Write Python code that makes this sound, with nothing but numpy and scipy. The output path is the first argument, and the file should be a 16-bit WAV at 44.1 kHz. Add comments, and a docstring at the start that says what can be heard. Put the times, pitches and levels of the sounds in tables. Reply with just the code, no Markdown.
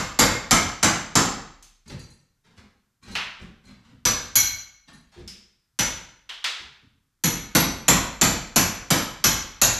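"""A hammer drives a steel chisel into wall cladding in a bare, echoing room: each blow thuds through the
wall, cracks the mortar and rings the steel, as filtered noise bursts and damped resonances.
Between the runs the chisel grazes the wall (faint steel rings, each with one mode favoured), chips
land (clicks and crumbs) and feet and tool scuff over grit (random slips). Faint steady air noise
lies beneath."""
import sys
import numpy as np
from scipy import signal
from scipy.fft import rfft, irfft
from scipy.io import wavfile

SR = 44100
rng = np.random.default_rng(int(sys.argv[2]) if len(sys.argv) > 2 else 0)


def store_pcm(level_fs):
    """Save levels as 16-bit WAV."""
    pcm = np.round(np.clip(level_fs, -1, 1) * 32767).astype(np.int16)
    wavfile.write(sys.argv[1], SR, np.atleast_2d(pcm).T)


N = 431738
SIZE = 49152  # samples in one sound
T, F = np.arange(SIZE) / SR, np.arange(SIZE // 2 + 1) * SR / SIZE  # [s], [Hz]

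# hammer blows: (time [s], force [dB], bite [0 loose tip - 1 wedged], off-centre [0-1],
# contact hardness [dB], thud of that spot [dB])
BLOWS = [(0.1895, 0.5, 1, 0.11, -4.5, -4.5), (0.5086, 1, 0.97, 0.14, -15, -4.5),
         (0.8284, -0.5, 1, 0.15, -24, -4.5), (1.1537, -1, 1, 0.05, -22, -2), (4.0521, 0, 0.5, 1, -3, -5.5),
         (4.3546, 0, 0, 0.23, -2, -3.5), (5.7888, -2, 0.51, 1, -7, -2.5),
         (7.2372, -2.5, 0.41, 0.4, 0.5, 7.5), (7.5497, 0.5, 0.8, 1, 9.5, 1.5),
         (7.881, 1.5, 0.88, 0, -3, -2.5), (8.2121, 0, 0.83, 0, -4, -1), (8.5595, 2, 0.68, 0.3, -0.5, -0.5),
         (8.904, -2, 0.89, 0.4, 2.5, -1), (9.24, 2.5, 0.49, 0.48, -0.5, -2), (9.6151, 2, 0.59, 0, -4.5, -7)]
STROKE_S = 0.33  # time from the stroke before the start to the first listed blow
# wall entry of a 0 dB blow: (level with a loose tip [dB], level with a wedged tip [dB])
BOOM_LEVELS_DB = (-40, -32)
THUD_LEVELS_DB = (-40, -22)
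KNOCK_LEVELS_DB = (-43.5, -22)
CRACK_LEVELS_DB = (-27, -21)
BLOOM_LEVELS_DB = (-47, -22.5)
# deep boom of the building: (frequency [Hz], relative density [dB per Hz])
BOOM_COLOUR = [(20, -16.5), (36, -6), (45, -12), (54, 2.5), (66, -22), (82, -0.5), (120, -5), (170, -22)]
# thud of the wall: (frequency [Hz], relative density [dB per Hz])
THUD_COLOUR = [(80, -20), (135, 4.5), (180, 4.5), (230, 3), (290, 0), (345, -1.5), (410, -10), (900, -32.5)]
# knock of the cladding: (frequency [Hz], relative density [dB per Hz])
KNOCK_COLOUR = [(200, -28), (410, -10), (500, 1.5), (620, 0), (950, 3), (1300, 3), (1600, 1), (2100, -1.5),
                (3200, -15), (7000, -18.5)]
# crack of the mortar: (frequency [Hz], relative density [dB per Hz])
CRACK_COLOUR = [(300, -24), (1400, 1), (2500, 0.5), (5200, -1.5), (6300, 2.5), (7400, -5), (8400, -10.5),
                (11000, -9), (12500, -14), (14200, -19.5)]
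# wall and room resonances that bloom after a blow: (frequency [Hz], relative level [dB], t60 [s])
WALL_MODES = [(33, -26, 2.4), (54, -21.5, .7), (160, -11, .4), (181, -7, .45), (214, -8, .5),
              (271, -6.5, .45), (323, -10.5, .45), (473, -19, .6), (508, -19, .55), (686, -18, .6),
              (807, -18, .55), (876, -17, .6), (1014, -15, .55), (1421, -20, .55)]
# share of the contact hardness by frequency: (frequency [Hz], share [0-1])
HARDNESS_SHARE = [(7500, 0), (11000, 1)]
# note of the cladding, until it cracks
TILE_HZ, TILE_DB, TILE_T60_S, TILE_CRACKS_S = 2126, -32, .1, .7

# chisel and hammer head: (nominal frequency [Hz], relative level [dB], t60 [s])
STEEL_MODES = [(2210, -4, .09), (3316, -15, .03), (4135, -11, .06), (4620, -15, .05), (5918, -2.5, .22),
               (5985, -5, .03), (6648, -5, .08), (6790, -4, .018), (7130, -4, .018), (7310, -2, .04),
               (7420, -8, .02), (8060, -18, .05), (9260, -20, .06), (10020, -8, .035), (11380, -8, .012),
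               (11515, -6.5, .1), (11640, -3, .025), (13160, 1, .04)]
STEEL_RISE_S = .0025
# ring with a loose tip: (frequency [Hz], gain [dB])
RING_LOOSE_GAIN = [(2200, -28.5), (3300, -30.5), (4140, -20), (4620, -22.5), (5950, -24), (6700, -33.5),
                   (7400, -32.5), (10020, -16), (11550, -19), (13160, -26)]
# ring with a wedged tip: (frequency [Hz], gain [dB])
RING_WEDGED_GAIN = [(2200, -54), (4140, -48.5), (5950, -39.5), (6700, -39), (7400, -41.5), (10020, -33),
                    (11550, -29.5), (13160, -60)]
# bending modes favoured by a fully off-centre blow: (frequency [Hz], gain [dB])
AIM_GAIN = [(5990, 7.5), (6600, -18), (10020, -22), (11380, -18), (11515, -5), (11640, -16), (13160, -16)]
# bounce of the chisel on its seat; its pitch rises with bite squared
SEAT_HZ, SEAT_RISE_HZ, SEAT_WIDTH_HZ, SEAT_DB = 6650, 725, 360, 17.5

# grazes of the loose chisel: (time [s], level offset [dB], favoured mode [Hz])
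CLINK_EVENTS = [(1.877, -53.5, 4620), (1.992, -52.5, 4620), (2.1, -62, 10020), (2.579, -73, 4135),
                (3.029, -62.5, 4135), (3.111, -51.5, 4135), (3.65, -64, 4135), (4.93, -60.5, 10020)]
# reach of a sideways graze into the steel: (frequency [Hz], gain [dB])
GRAZE_GAIN = [(2200, -11), (3300, -5), (4140, 11), (4620, 10.5), (5940, -2), (6650, 1.5), (7300, -9),
              (8060, 13), (9260, 10), (10020, -1.5), (11500, -12), (13160, -26)]
FAVOURED_DB, FAVOURED_WIDTH_HZ = 8.5, 200
# landing chips: (time [s], click level [dB], note [Hz], note level [dB])
CHIP_EVENTS = [(1.625, -55.5, 6300, -65.5), (3.152, -29, 2683, -51.5), (5.276, -47, 5100, -48),
               (6.291, -41, 3020, -46), (6.441, -28, 3380, -49.5)]
# click of a chip whose note is CHIP_HZ: (frequency [Hz], relative density [dB per Hz])
CHIP_COLOUR = [(200, -22), (500, -14), (1200, -1), (3200, 3), (6500, -10.5), (10000, -24.5), (14000, -31)]
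CHIP_HZ, CHIP_NOTE_T60_S = 3070, .003
# shifting feet and tool scuffs: (time [s], bump level [dB], grit level [dB], length [s])
SCUFF_EVENTS = [(1.856, -50, -58.5, 0.02), (1.895, -38.5, -47.5, 0.025), (2.437, -62, -63.5, 0.08),
                (2.563, -52.5, -56.5, 0.028), (3.016, -54, -55.5, 0.052), (3.061, -43.5, -49.5, 0.049),
                (3.392, -44, -54.5, 0.027), (3.634, -50, -57.5, 0.076), (3.833, -64.5, -63.5, 0.032),
                (3.873, -53.5, -66.5, 0.062), (4.874, -57, -53.5, 0.014), (4.925, -54.5, -65.5, 0.025),
                (5.115, -77, -57.5, 0.06), (5.159, -44, -59, 0.029), (6.589, -56, -56, 0.028),
                (6.815, -60.5, -80.5, 0.025)]
# bump on the footing: (frequency [Hz], relative density [dB per Hz])
BUMP_COLOUR = [(25, 0.5), (80, 3), (150, 2), (220, 3), (300, -7.5), (430, -11.5), (600, -17), (900, -28),
               (2000, -34.5)]
# slipping grit: (frequency [Hz], relative density [dB per Hz])
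GRIT_COLOUR = [(300, -10), (600, 2.5), (900, 7.5), (1400, 6), (4500, -1.5), (7500, -10), (10000, -18),
               (14000, -29)]
# air noise: (frequency [Hz], relative density [dB per Hz])
AIR_COLOUR = [(15, -38), (25, -1), (80, -12), (113, -6), (539, -32), (1400, -23.5), (2640, -32.5),
              (6330, -29), (9660, -33), (14000, -33.5)]
AIR_DB = -74.5
# strong early reflections from wall and ceiling: (delay [s], gain [linear])
EARLY_REFLECTIONS = [(.0002, .6), (.0012, 0.92), (.0045, .8), (.0058, .9), (0.0115, .45), (.021, 0.57)]
# reverberation: (frequency [Hz], t60 [s])
ROOM_DECAY = [(100, 0.61), (400, 0.61), (1500, 0.66), (4000, 0.6), (7000, 0.5), (10000, 0.38), (14000, 0.4)]
# treble tilt of the early reflections: (frequency [Hz], gain [linear])
EARLY_TILT = [(300, 0.17), (2000, 0.27), (7000, 1.0)]
TOP_HZ = 14150


def undb(db):
    """Decibels to gain."""
    return 10 ** (np.asarray(db) / 20)


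def along(points, hz):
    """Read (Hz, value) points on a log-frequency axis."""
    at, value = np.transpose(points)
    return np.interp(np.log(hz + 1), np.log(at), value)


def causal(db):
    """Minimum-phase response with the given gain at each frequency."""
    cepstrum = irfft(np.log(undb(db) + 1e-5))
    cepstrum[1:SIZE // 2] *= 2
    cepstrum[SIZE // 2 + 1:] = 0
    return np.exp(rfft(cepstrum))


def colour(points):
    """Response with the given (Hz, dB) shape, falling 12 dB per octave outside its range."""
    octaves_outside = np.abs(np.log2((F + 1) / np.clip(F + 1, points[0][0], points[-1][0])))
    return causal(along(points, F) - 12 * octaves_outside)


def mode(hz, t60_s):
    """Response of one damped resonance."""
    width_hz = np.log(1000) / (np.pi * t60_s)
    return 1j * F * width_hz / (hz ** 2 - F ** 2 + 1j * F * width_hz)


def sound(spectrum, db, span_s=0.12):
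    """Waveform of a spectrum at an rms level over its first span_s, faded over its second half."""
    wave = irfft(spectrum) * np.minimum(1, 2 * (1 - T / T[-1]))
    rms = np.sqrt(np.mean(wave[:int(span_s * SR)] ** 2))
    return wave * undb(db) / rms


def add(track, s, wave):
    """Mix a sound in at time s, which may lie before the start."""
    start = int(s * SR)
    wave, start = wave[max(-start, 0):], max(start, 0)
    track[start:start + len(wave)] += wave[:max(N - start, 0)]


def room_paths(count, early_db=8.0, contact_s=0.00094, build_s=0.0022, hold_s=0.0034):
    """Room responses to a gritty contact, a new one per event: early noise bursts and a diffuse tail."""
    hz, t60_s = np.transpose(ROOM_DECAY)
    # overlapping bands, one per decay time
    bands = np.array([along(np.column_stack([hz, own]), F) for own in np.eye(len(hz))])
    # echoes thicken, hold for the first crossings, then die away
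    decay = undb(-60 * (np.hypot(T, hold_s) - hold_s) / t60_s[:, None])
    fades = decay * (1 - np.exp(-T / build_s))
    bursts = sum(gain * (T >= s) * np.exp(-np.abs(T - s) / contact_s) for s, gain in EARLY_REFLECTIONS)
    tilt = along(EARLY_TILT, F)
    for _ in range(count):
        tail = (irfft(bands * rfft(rng.standard_normal(SIZE))) * fades).sum(axis=0)
        early = rfft(bursts * rng.standard_normal(SIZE)) * tilt
        yield rfft(tail) + undb(early_db) * early


def spot(patchy_db, count=70):
    """Broad, uneven resonances of one spot: random gains over frequency."""
    hz = np.linspace(np.sqrt(300), np.sqrt(15000), count) ** 2
    return causal(patchy_db * np.interp(F, hz, rng.standard_normal(count)))


def hammering(crack_hardness=0.18):
    """Each blow excites wall, cladding, mortar and steel; a wedged tip thuds, a loose one rings."""
    track = np.zeros(N)
    boom, thud = colour(BOOM_COLOUR), colour(THUD_COLOUR)
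    knock, crack = colour(KNOCK_COLOUR), colour(CRACK_COLOUR)
    bloom = np.zeros(SIZE)
    for k, (hz, db, t60_s) in enumerate(WALL_MODES):
        # the shorter second resonance slows the onset; polarities alternate
        bloom += (-1) ** k * sound(mode(hz, t60_s) * mode(hz, t60_s / 8), db)
    loose_db, wedged_db = np.transpose(
        [BOOM_LEVELS_DB, THUD_LEVELS_DB, KNOCK_LEVELS_DB, CRACK_LEVELS_DB, BLOOM_LEVELS_DB])
    # the run is already under way: the room still rings from one stroke earlier
    blows = [(BLOWS[0][0] - STROKE_S, *BLOWS[0][1:]), *BLOWS]
    for blow, room, tool_room in zip(blows, room_paths(len(blows)), room_paths(len(blows))):
        s, force_db, bite, off_centre, hard_db, spot_db = blow
        boom_db, thud_db, knock_db, crack_db, bloom_db = loose_db + bite * (wedged_db - loose_db)
        masonry = sound(room * boom, boom_db) + sound(room * thud, thud_db + spot_db)
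        masonry = masonry + bloom * undb(bloom_db + spot_db)
        hardness = undb(crack_hardness * hard_db * along(HARDNESS_SHARE, F))
        struck = room * spot(patchy_db=3.0) * hardness
        cladding = sound(struck * knock, knock_db) + sound(struck * crack, crack_db)
        if s < TILE_CRACKS_S:
            cladding = cladding + sound(room * mode(TILE_HZ, TILE_T60_S), TILE_DB)
        tool = steel(tool_room, ring_levels(bite, off_centre, hard_db))
        add(track, s, undb(force_db) * (masonry + cladding + tool))
    return track


def ring_levels(bite, off_centre, hard_db):
    """Gain in dB of each steel mode: the wall damps them, seat, aim and hardness pick among them."""
    hz = np.array(STEEL_MODES)[:, 0]
    damped_db = (1 - bite) * along(RING_LOOSE_GAIN, hz) + bite * along(RING_WEDGED_GAIN, hz)
    seat_hz = SEAT_HZ + SEAT_RISE_HZ * bite ** 2
    seat_db = SEAT_DB * np.exp(-((hz - seat_hz) / SEAT_WIDTH_HZ) ** 2)
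    aim_db = off_centre * along(AIM_GAIN, hz)
    return damped_db + seat_db + aim_db + hard_db * along(HARDNESS_SHARE, hz)


def steel(room, strengths_db):
    """Steel modes swell briefly and ring into the room; the grip detunes them a little each time."""
    detunes = 1 + .0012 * rng.standard_normal(len(STEEL_MODES))
    gains = undb(np.array(STEEL_MODES)[:, 1] + strengths_db)
    spectrum = np.zeros(len(F), complex)
    for (hz, _, t60_s), detune, gain in zip(STEEL_MODES, detunes, gains):
        ring = room * mode(hz * detune, t60_s) * mode(hz, STEEL_RISE_S)
        energy = np.vdot(ring, ring).real
        spectrum += ring * (gain / np.sqrt(energy))
    return sound(spectrum, 20 * np.log10(np.linalg.norm(gains)))


def clinks():
    """Faint rings of the chisel moved to a new place; each graze favours one mode."""
    track, hz = np.zeros(N), np.array(STEEL_MODES)[:, 0]
    for (s, db, note_hz), room in zip(CLINK_EVENTS, room_paths(len(CLINK_EVENTS))):
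        others_db = -FAVOURED_DB * (1 - np.exp(-((hz - note_hz) / FAVOURED_WIDTH_HZ) ** 2))
        add(track, s, steel(room, db + along(GRAZE_GAIN, hz) + others_db))
    return track


def chips(bounce=0.13, settle_s=0.027, bounces_per_s=90):
    """A chip lands with a click and a very short note, then crumbs bounce as sparse decaying impulses."""
    track = np.zeros(N)
    for (s, db, note_hz, note_db), room in zip(CHIP_EVENTS, room_paths(len(CHIP_EVENTS))):
        hits = (rng.random(SIZE) < bounces_per_s / SR) * rng.standard_normal(SIZE)
        force = bounce * hits * np.exp(-T / settle_s)
        force[0] = 1
        landing = room * rfft(force) * spot(patchy_db=0.3)
        # the colour shifts with the note
        shape = np.array(CHIP_COLOUR) * [note_hz / CHIP_HZ, 1]
        click = sound(landing * colour(shape), db)
        note = sound(landing * mode(note_hz, CHIP_NOTE_T60_S) ** 2, note_db)
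        add(track, s, click + note)
    return track


def scuffs(slips_per_s=260, swell_s=0.00504, first_catch=0.32):
    """Soles and steel slip over grit in short bursts of uneven catches, and the footing bumps."""
    track, bump, grit = np.zeros(N), colour(BUMP_COLOUR), colour(GRIT_COLOUR)
    for (s, bump_db, grit_db, length_s), room in zip(SCUFF_EVENTS, room_paths(len(SCUFF_EVENTS))):
        catches = (rng.random(SIZE) < slips_per_s / SR) * rng.standard_normal(SIZE)
        force = catches * np.exp(-(T / length_s) ** 2) * (1 - np.exp(-T / swell_s))
        force[0] = first_catch
        slip = room * rfft(force) * spot(patchy_db=-2.5)
        add(track, s, sound(slip * bump, bump_db) + sound(slip * grit, grit_db))
    return track


def quiet_room():
    """Faint steady air noise: coloured Gaussian noise."""
    hz = np.arange(N // 2 + 1) * SR / N
    air = irfft(rfft(rng.standard_normal(N)) * undb(along(AIR_COLOUR, hz)), N)
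    return air * undb(AIR_DB) / air.std()


def scene(side_db=-14, side_hz=5000, diffuse_s=.012):
    """All sources sit in the centre; the treble is slightly diffuse, opposite in the two channels."""
    mid = hammering() + clinks() + chips() + scuffs() + quiet_room()
    diffuser = rng.standard_normal(SIZE) * np.exp(-T / diffuse_s)
    side = signal.fftconvolve(mid, diffuser / np.linalg.norm(diffuser))[:N]
    highpass = signal.butter(6, side_hz, "high", fs=SR, output="sos")
    side = undb(side_db) * signal.sosfilt(highpass, side)
    return np.array([mid + side, mid - side])


def record(dry):
    """Flatten peaks above full scale, with one gain for both channels, then cut the top steeply."""
    held = dry / np.maximum(np.abs(dry).max(axis=0), 1)
    lowpass = signal.ellip(12, .2, 80, TOP_HZ, fs=SR, output="sos")
    return signal.sosfilt(lowpass, held)


dry = scene()
out = record(dry)
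store_pcm(out)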